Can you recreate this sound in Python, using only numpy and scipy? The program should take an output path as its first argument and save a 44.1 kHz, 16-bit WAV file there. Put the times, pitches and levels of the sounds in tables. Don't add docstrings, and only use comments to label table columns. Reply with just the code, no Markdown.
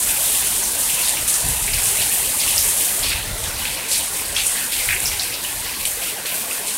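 import sys
import numpy as np
from scipy import signal
from scipy.fft import rfft, irfft, next_fast_len
from scipy.io import wavfile

SR = 44100
rng = np.random.default_rng(int(sys.argv[2]) if len(sys.argv) > 2 else 0)


def persist_wave(psi):
    counts = np.round(np.clip(psi, -1, 1) * 32767).astype(np.int16)
    wavfile.write(sys.argv[1], SR, np.atleast_2d(counts).T)


N = 298557
TIME = np.arange(N) / SR

# time in seconds, level of its spray in dB.
STREAM_LEVELS = [(0.0, -18.5), (0.5, -18), (1.2, -23), (1.65, -21.5), (2.2, -20), (2.72, -18.5),
                 (3.0, -21.5), (3.28, -32.5), (4.2, -29), (4.9, -26), (5.35, -31.5), (5.6, -26.5),
                 (6.2, -41), (6.77, -33)]
# start in seconds, then spray, mist and patter levels in dB.
GUSHES = [(.07, -28, -26, -25), (.22, -20.5, -27, -35), (.33, -27, -34, -27), (.79, -22.5, -32, -29),
          (.88, -25, -29, -30), (.98, -21.5, -38, -22.5), (1.06, -30, -35, -25), (1.16, -42, -36, -37),
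          (1.27, -17, -44, -48), (1.47, -23.5, -40, -29), (1.72, -35, -32, -23), (1.825, -18, -32, -29),
          (1.96, -22.5, -31, -24), (2.10, -26, -27, -27), (2.39, -27, -34, -24.5), (2.47, -21.5, -34, -23),
          (2.565, -20.5, -25, -36), (2.785, -21, -26, -31), (3.02, -25.5, -40, -20),
          (3.37, -26.5, -47, -50), (3.43, -37, -40, -25), (3.57, -28.5, -33, -29.5), (3.66, -33, -44, -30),
          (3.76, -44, -48, -27), (3.878, -23.5, -36, -24), (3.902, -19, -31, -25), (4.125, -26.5, -32, -26),
          (4.355, -22.5, -38, -20.5), (4.44, -21, -37, -42), (4.55, -28, -30, -28), (4.71, -23, -29, -23),
          (4.78, -26, -36, -26.5), (4.87, -28, -31, -29), (5.01, -22, -31, -30), (5.205, -31, -33, -25),
          (5.31, -57, -39, -28), (5.42, -26.5, -33, -35), (5.64, -49, -33, -25.5), (5.79, -27, -30, -27.5),
          (5.85, -24.5, -30, -39), (6.01, -25.5, -31, -26.5), (6.25, -27, -29, -27), (6.33, -25, -29, -32),
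          (6.49, -26, -34, -31), (6.655, -23, -42, -28.5), (6.74, -22, -33, -35)]
# frequency in Hz, relative level in dB.
SPRAY_TONE = [(3000, -12.5), (5000, -14), (6500, -8.5), (7800, -3.5), (9000, 0), (10500, -4),
              (12500, -11.5), (15500, -22)]
# frequency in Hz, relative level in dB.
MIST_TONE = [(9000, -8), (11500, 2), (13000, 3.5), (15500, -4.5)]
# frequency in Hz, relative level in dB.
PATTER_TONE = [(1300, -10.5), (1800, -16), (2150, -6), (2600, -1.5), (3000, -4), (3600, -6), (4200, -5.5),
               (5000, -8), (7000, -10.5)]
# start in seconds, peak of the crack in dB, pitch in Hz,
# width in octaves, level of the splash in dB, fade time of the splash in seconds.
BIG_DROPS = [(.235, -19, 3520, 0.32, -31.5, .06), (0.333, -19, 3600, .66, -35, .06),
             (.348, -19, 3900, .9, -35, .07), (0.638, -14, 5800, .35, -27, .05),
             (.8325, -16, 5900, .45, -38, .06), (0.886, -25, 2730, 0.35, -28, 0.095),
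             (1.033, -17, 3920, 0.61, -26.5, .07), (1.076, -16, 3900, 1.1, -30, .05),
             (1.169, -27, 2600, 0.37, -29, 0.065), (1.341, -9, 7040, 0.66, -24, 0.066),
             (1.679, -22, 2400, .4, -30, .06), (1.7355, -15, 4700, 0.51, -28, 0.045),
             (1.869, -12, 6100, 0.33, -34, .06), (2.017, -11, 3800, 0.9, -25.5, .04),
             (2.398, -20, 4530, 0.4, -26.5, 0.11), (2.415, -11, 6000, .5, -29, 0.055),
             (2.478, -13, 2890, 0.45, -28.5, 0.068), (2.58, -1.5, 5600, 0.48, -20, 0.046),
             (2.805, -22, 2800, 0.36, -29, 0.054), (3.036, -13, 3600, .6, -29, 0.055),
             (3.066, -22, 3600, 1.1, -35, .06), (3.096, -18, 3300, 1.2, -29.5, 0.055),
             (3.1095, -18, 2580, 1.1, -26, .07), (3.440, -17, 3300, 0.97, -39, .06),
             (3.653, -15, 2800, 0.75, -27, 0.089), (3.914, -13, 4550, 0.52, -25, .07),
             (3.9444, -11, 3900, 0.48, -26, 0.062), (4.349, -16, 5800, .25, -27, .04),
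             (4.364, -11, 3000, 0.96, -20.5, 0.041), (4.382, -11, 4000, 1.2, -26, 0.037),
             (4.553, -30, 1700, 0.29, -28.5, 0.078), (4.721, -17, 3300, 1, -27.5, 0.092),
             (4.787, -18, 2300, 0.29, -26.5, 0.079), (4.8885, -7, 2070, 0.72, -21.5, 0.064),
             (4.907, -12, 2160, 0.5, -26, 0.056), (5.0565, -11, 5550, 0.32, -25, 0.044),
             (5.063, -13, 5900, 0.6, -31, 0.088), (5.116, -16, 2800, 0.71, -30, 0.063),
             (5.1292, -20, 2370, 0.7, -32, 0.051), (5.1952, -12, 4750, 0.46, -22.5, 0.05),
             (5.341, -14.5, 4640, .6, -35, .04), (5.4485, -22, 2940, 0.3, -37, .04),
             (5.8529, -10.5, 3050, 0.75, -27, 0.022), (6.258, -15, 3430, 1.1, -32, 0.054),
             (6.285, -29, 2580, 0.3, -31, .08), (6.5105, -24, 2600, 0.3, -37, .07)]
# start in seconds, peak in dB, pitch in Hz,
# fade time in seconds.
PUDDLE_BUBBLES = [(1.679, -20, 2290, .004), (1.7357, -13.5, 5000, .002), (2.023, -20, 2830, .004),
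                  (2.399, -26, 4210, .004), (3.6535, -14, 2580, .002), (4.3654, -10.5, 3210, .004),
                  (4.721, -24, 5200, .003), (5.0572, -16, 5540, .002), (5.1957, -14, 4460, .002),
                  (5.197, -14, 3950, .003), (5.4485, -21, 2930, 0.0065), (5.8535, -19, 2960, .003),
                  (6.258, -21, 4200, .003), (6.5105, -22.5, 2660, .004)]
# start in seconds, peak of the click in dB, pitch in Hz.
CLOSE_DROPS = [(.0737, -9, 9300), (.2971, -11, 9300), (.562, -5, 8900), (.5925, -11, 9300),
               (.7353, -16, 9500), (0.7906, -8, 10000), (.8007, -8, 8700), (.8131, -9, 9300),
               (1.0841, -3, 10000), (1.0937, -1, 8200), (1.2027, -15, 9300), (1.279, -5, 8100),
               (1.2984, -7, 8200), (1.4223, -9, 9100), (1.487, -4, 9700), (1.7487, -12, 9300),
               (1.8224, -4, 9400), (1.8567, -8, 9400), (1.9223, -8, 9200), (2.1255, -3, 11000),
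               (2.1394, -4, 9500), (2.390, -5, 9400), (2.509, -13, 9300), (2.5617, -3, 8300),
               (2.689, -2, 8800), (2.7031, -5, 9600), (2.992, -6, 8000), (3.4405, -10, 8500),
               (3.749, -10, 9750), (3.9086, -12, 9800), (3.9164, -11, 8000), (4.1647, -10, 8300),
               (4.2826, -10, 8900), (4.381, -10, 8900), (4.4672, 0, 8900), (4.4693, -2, 9200),
               (4.8595, -5, 9800), (4.9492, -8, 9700), (5.0042, -5, 9000), (5.231, -9, 9000),
               (5.2354, -10, 9050), (5.8545, -2, 9100), (5.863, -5, 8700), (6.531, -8, 9400),
               (6.5933, -12, 9400), (6.6728, -6, 8360)]
# time in seconds, relative level in dB.
FAR_RAIN_LEVELS = [(0.0, -37.5), (1.3, -37), (2.3, -37), (3.5, -37.3), (4.1, -38.5), (5.05, -38.5),
                   (5.9, -39.5), (6.3, -37.5), (6.77, -38.5)]
# frequency in Hz, relative level in dB.
FAR_RAIN_TONE = [(100, -1.5), (190, -5), (280, -5), (380, -6.5), (520, -5), (980, -3), (1270, -8),
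                 (1600, -4.5), (2600, -3.5), (4000, -2.5), (6000, -5.5), (9000, -1), (12000, -3.5),
                 (15500, -7)]
# time in seconds, level in dB.
BREEZE_LEVELS = [(0, -42.5), (2.5, -47), (5.9, -46.5), (6.2, -53), (6.77, -55)]
# start in seconds, time held in seconds, level in dB.
WIND_GUSTS = [(.05, .55, -48), (1.12, .03, -39), (1.2, .01, -35), (1.42, 0.069, -26.5), (1.6, .03, -31),
              (1.7, .07, -32.5), (1.85, 0.038, -36), (1.97, 0.056, -34), (2.15, 0.13, -41),
              (2.42, .25, -37.5), (2.99, 0.091, -33.5), (3.14, 0.033, -29.5), (3.25, 0.07, -29),
              (3.4, 0.06, -33), (3.53, 0.11, -37), (3.67, 0.021, -38), (3.94, 0.05, -42),
              (4.11, 0.046, -39), (4.27, .06, -42), (4.4, .03, -41), (4.76, 0.091, -44),
              (4.86, 0.056, -35.5), (5.02, 0.085, -35), (5.53, .15, -43), (5.78, 0.056, -39)]
# frequency in Hz, relative level in dB.
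WIND_TONE = [(20, -5.5), (35, 5), (55, 2.5), (78, 1.5), (98, 0), (125, -4), (200, -18.5), (350, -25)]


def runoff():
    stream_db = curve(STREAM_LEVELS)
    _, spray_db, mist_db, patter_db = np.transpose(GUSHES)
    spray_gain = gush_gain(stream_db, spray_db, fall_s=0.14)
    mist_gain = gush_gain(stream_db - 9.5, mist_db, fall_s=0.14)
    steady_patter_db = -30 + 0.29 * (stream_db - stream_db.mean())
    patter_gain = gush_gain(steady_patter_db, patter_db, fall_s=0.099)

    sizzle = ringing_drops(per_s=5500, spread_db=2, low_hz=4650, high_hz=15000,
                           octaves=0.29, patchy_db=0.7, pitches=8)
    fine_drops = droplets(per_s=14000, spread_db=1) + from_db(-7.5) * sizzle
    fine_drops *= from_db(1.05 * drift(37))
    splashes = small_splashes(per_s=200, spread_db=0.35, fall_s=0.028, low_hz=1905, high_hz=6410,
                              octaves=0.32, pitches=11)
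    plinks = ringing_drops(per_s=260, spread_db=-0.5, low_hz=1700, high_hz=5800,
                           octaves=0.13, patchy_db=5.5, pitches=14)
    mist = shape_tone(droplets(per_s=5500, spread_db=4), MIST_TONE)
    stray_ticks = unit_power(band(droplets(per_s=77, spread_db=-3.5), hz=9500, octaves=1))
    spray = from_db(-2.5) * shape_tone(fine_drops, SPRAY_TONE) + from_db(-18) * stray_ticks
    patter = from_db(-5.5) * shape_tone(splashes + from_db(-12.5) * plinks, PATTER_TONE)
    return spray_gain * spray + mist_gain * mist + patter_gain * patter


def gush_gain(steady_db, levels_db, fall_s, rise_s=0.012, hold_s=0.055):
    events = [(row[0], hold_s, db) for row, db in zip(GUSHES, levels_db)]
    return surges(steady_db, events, rise_s, fall_s)


def small_splashes(per_s, spread_db, fall_s, low_hz, high_hz, octaves, pitches):
    out = 0
    kept_per_sample = np.exp(-1 / (fall_s * SR))
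    for hz in np.geomspace(low_hz, high_hz, pitches):
        hit_power = droplets(per_s / pitches, spread_db) ** 2 + 1e-18
        fading_power = signal.lfilter([1], [1, -kept_per_sample], hit_power)
        showers = droplets(per_s=900, spread_db=0.5) * np.sqrt(fading_power)
        out += unit_power(band(showers, hz, octaves, order=3)) * np.sqrt(hz)
    return unit_power(out)


def slaps(crack_s=0.00087, splash_rise_s=0.0022, spatter_db=-5, spatter_s=0.038):
    out, t = np.zeros(N + SR), TIME[:SR // 3]
    grains = droplets(per_s=2000, spread_db=2)
    for start_s, peak_db, hz, octaves, splash_db, splash_s in BIG_DROPS:
        at = int(start_s * SR)
        shower = grains.take(at + np.arange(len(t)), mode="wrap")
        burst = rng.choice([-1, 1], len(t)) * np.exp(-t / crack_s)
        crack = unit_peak(band(burst, hz, octaves))
        splash = unit_power(band(shower, hz, 1.2 * octaves, order=3))
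        splash *= (1 - np.exp(-t / splash_rise_s)) * np.exp(-t / splash_s)
        spatter = unit_power(band(shower[::-1], 1.08 * hz, octaves + 1)) * np.exp(-t / spatter_s)
        splash += from_db(spatter_db) * spatter
        out[at:at + len(t)] += from_db(peak_db) * crack + from_db(splash_db) * splash
    return out[:N]


def ticks(octaves=0.46, crackle_gain=0.087, crackle_s=0.00078, mist_db=-22.5, mist_s=0.044):
    out, t = np.zeros(N + SR), TIME[:SR // 8]
    impact = t == 0
    for start_s, peak_db, hz in CLOSE_DROPS:
        at = int(start_s * SR)
        crackle = crackle_gain * rng.standard_normal(len(t)) * np.exp(-t / crackle_s)
        click = unit_peak(band(impact + crackle, hz, octaves))
        mist = unit_power(band(rng.standard_normal(len(t)), hz, octaves)) * np.exp(-t / mist_s)
        out[at:at + len(t)] += from_db(peak_db) * (click + from_db(mist_db) * mist)
    return out[:N]


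def bubbles(rows, rise_s=0.00035, glide_per_s=3.1):
    out, t = np.zeros(N + SR), TIME[:SR // 8]
    for start_s, peak_db, hz, fade_s in rows:
        at = int(start_s * SR)
        cycles = hz * t * (1 + glide_per_s * t / 2)
        ring = np.sin(2 * np.pi * cycles) * (1 - np.exp(-t / rise_s)) * np.exp(-t / fade_s)
        out[at:at + len(t)] += from_db(peak_db) * unit_peak(ring)
    return out[:N]


def far_rain(boost_db=8):
    burble = ringing_drops(per_s=9000, spread_db=1, low_hz=170.1, high_hz=2020,
                           octaves=0.16, patchy_db=6, pitches=22)
    drops = droplets(per_s=16000, spread_db=2) + from_db(-5) * burble
    return from_db(curve(FAR_RAIN_LEVELS) + boost_db) * shape_tone(drops, FAR_RAIN_TONE)


def gutter(per_s=70, low_hz=379.5, high_hz=1908, fade_cycles=10.5):
    moment, loudness, pitch = rng.random((int(per_s * N / SR), 3)).T
    hz = low_hz * (high_hz / low_hz) ** pitch
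    relative_db = -1.5 + 3.5 * (2 * loudness - 1)
    gurgles = bubbles(zip(moment * N / SR, relative_db, hz, fade_cycles / hz))
    return from_db(curve(FAR_RAIN_LEVELS)) * gurgles


def wind():
    strength = surges(curve(BREEZE_LEVELS), WIND_GUSTS, rise_s=0.019, fall_s=0.06)
    pressure = rng.standard_normal(N) * from_db(drift(25))
    rumble = shape_tone(pressure, WIND_TONE)
    flutter = unit_power(band(rng.standard_normal(N), hz=138, octaves=1.05))
    return strength * rumble + strength ** 2 * from_db(18.5) * flutter


def droplets(per_s, spread_db):
    moment, size, sign = rng.random((int(per_s * N / SR), 3)).T
    size_db = spread_db * np.minimum(-np.log(1 - size), 4)
    hits = from_db(size_db) * np.sign(sign - .5)
    return unit_power(np.bincount((moment * N).astype(int), hits, N))


def ringing_drops(per_s, spread_db, low_hz, high_hz, octaves, patchy_db, pitches):
    out = 0
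    for hz in np.geomspace(low_hz, high_hz, pitches):
        rings = unit_power(band(droplets(per_s / pitches, spread_db), hz, octaves))
        swell = from_db(patchy_db * np.minimum(drift(10), 1))
        out += rings * np.sqrt(hz) * swell
    return unit_power(out)


def surges(steady_db, events, rise_s, fall_s):
    power = from_db(steady_db) ** 2
    for start_s, hold_s, db in events:
        age = TIME - start_s
        rise = np.clip(age / rise_s, 0, 1)
        fall = np.exp(-np.clip((age - rise_s - hold_s) / fall_s, 0, 20))
        power += (from_db(db) * rise * fall) ** 2
    return np.sqrt(power)


def drift(rate_hz, step=40, warm_up=2000):
    pole = np.exp(-2 * np.pi * rate_hz * step / SR)
    noise = rng.standard_normal(N // step + warm_up + 2)
    smooth = signal.lfilter([1], [1, -2 * pole, pole * pole], noise)[warm_up:]
    return np.interp(np.arange(N) / step, np.arange(len(smooth)), unit_power(smooth))


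def shape_tone(x, tone, edge_db_per_octave=18):
    size = next_fast_len(N + SR // 4)
    log_hz = np.log2(np.maximum(np.arange(size // 2 + 1) * SR / size, 1))
    hz, db = np.transpose(tone)
    octaves_outside = np.abs(log_hz - np.clip(log_hz, np.log2(hz[0]), np.log2(hz[-1])))
    gain_db = np.interp(log_hz, np.log2(hz), db) - edge_db_per_octave * octaves_outside
    cepstrum = irfft(np.log(from_db(gain_db)), size)
    cepstrum[1:size // 2] *= 2
    cepstrum[size // 2 + 1:] = 0
    response = np.exp(rfft(cepstrum))
    return unit_power(irfft(rfft(x, size) * response, size)[:N])


def band(x, hz, octaves, order=2):
    edges = np.clip(hz * 2 ** (np.array([-.5, .5]) * octaves), 10, .47 * SR)
    return signal.sosfilt(signal.butter(order, edges, "band", fs=SR, output="sos"), x + 1e-18)


def curve(rows):
    return np.interp(TIME, *np.transpose(rows))


def from_db(db):
    return 10 ** (np.asarray(db) / 20)


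def unit_power(x):
    return x / np.sqrt(np.mean(x ** 2) + 1e-20)


def unit_peak(x):
    return x / np.abs(x).max()


def scene():
    near_drops = slaps() + bubbles(PUDDLE_BUBBLES) + ticks()
    background = far_rain() + gutter()
    return np.tile(runoff() + near_drops + background + wind(), (2, 1))


def record(dry):
    ceiling, cutoff_hz = 0.8, 15750
    rounded = dry / (1 + (dry / ceiling) ** 6) ** (1 / 6)
    return signal.sosfilt(signal.ellip(12, .1, 90, cutoff_hz, fs=SR, output="sos"), rounded)


dry = scene()
out = record(dry)
persist_wave(out)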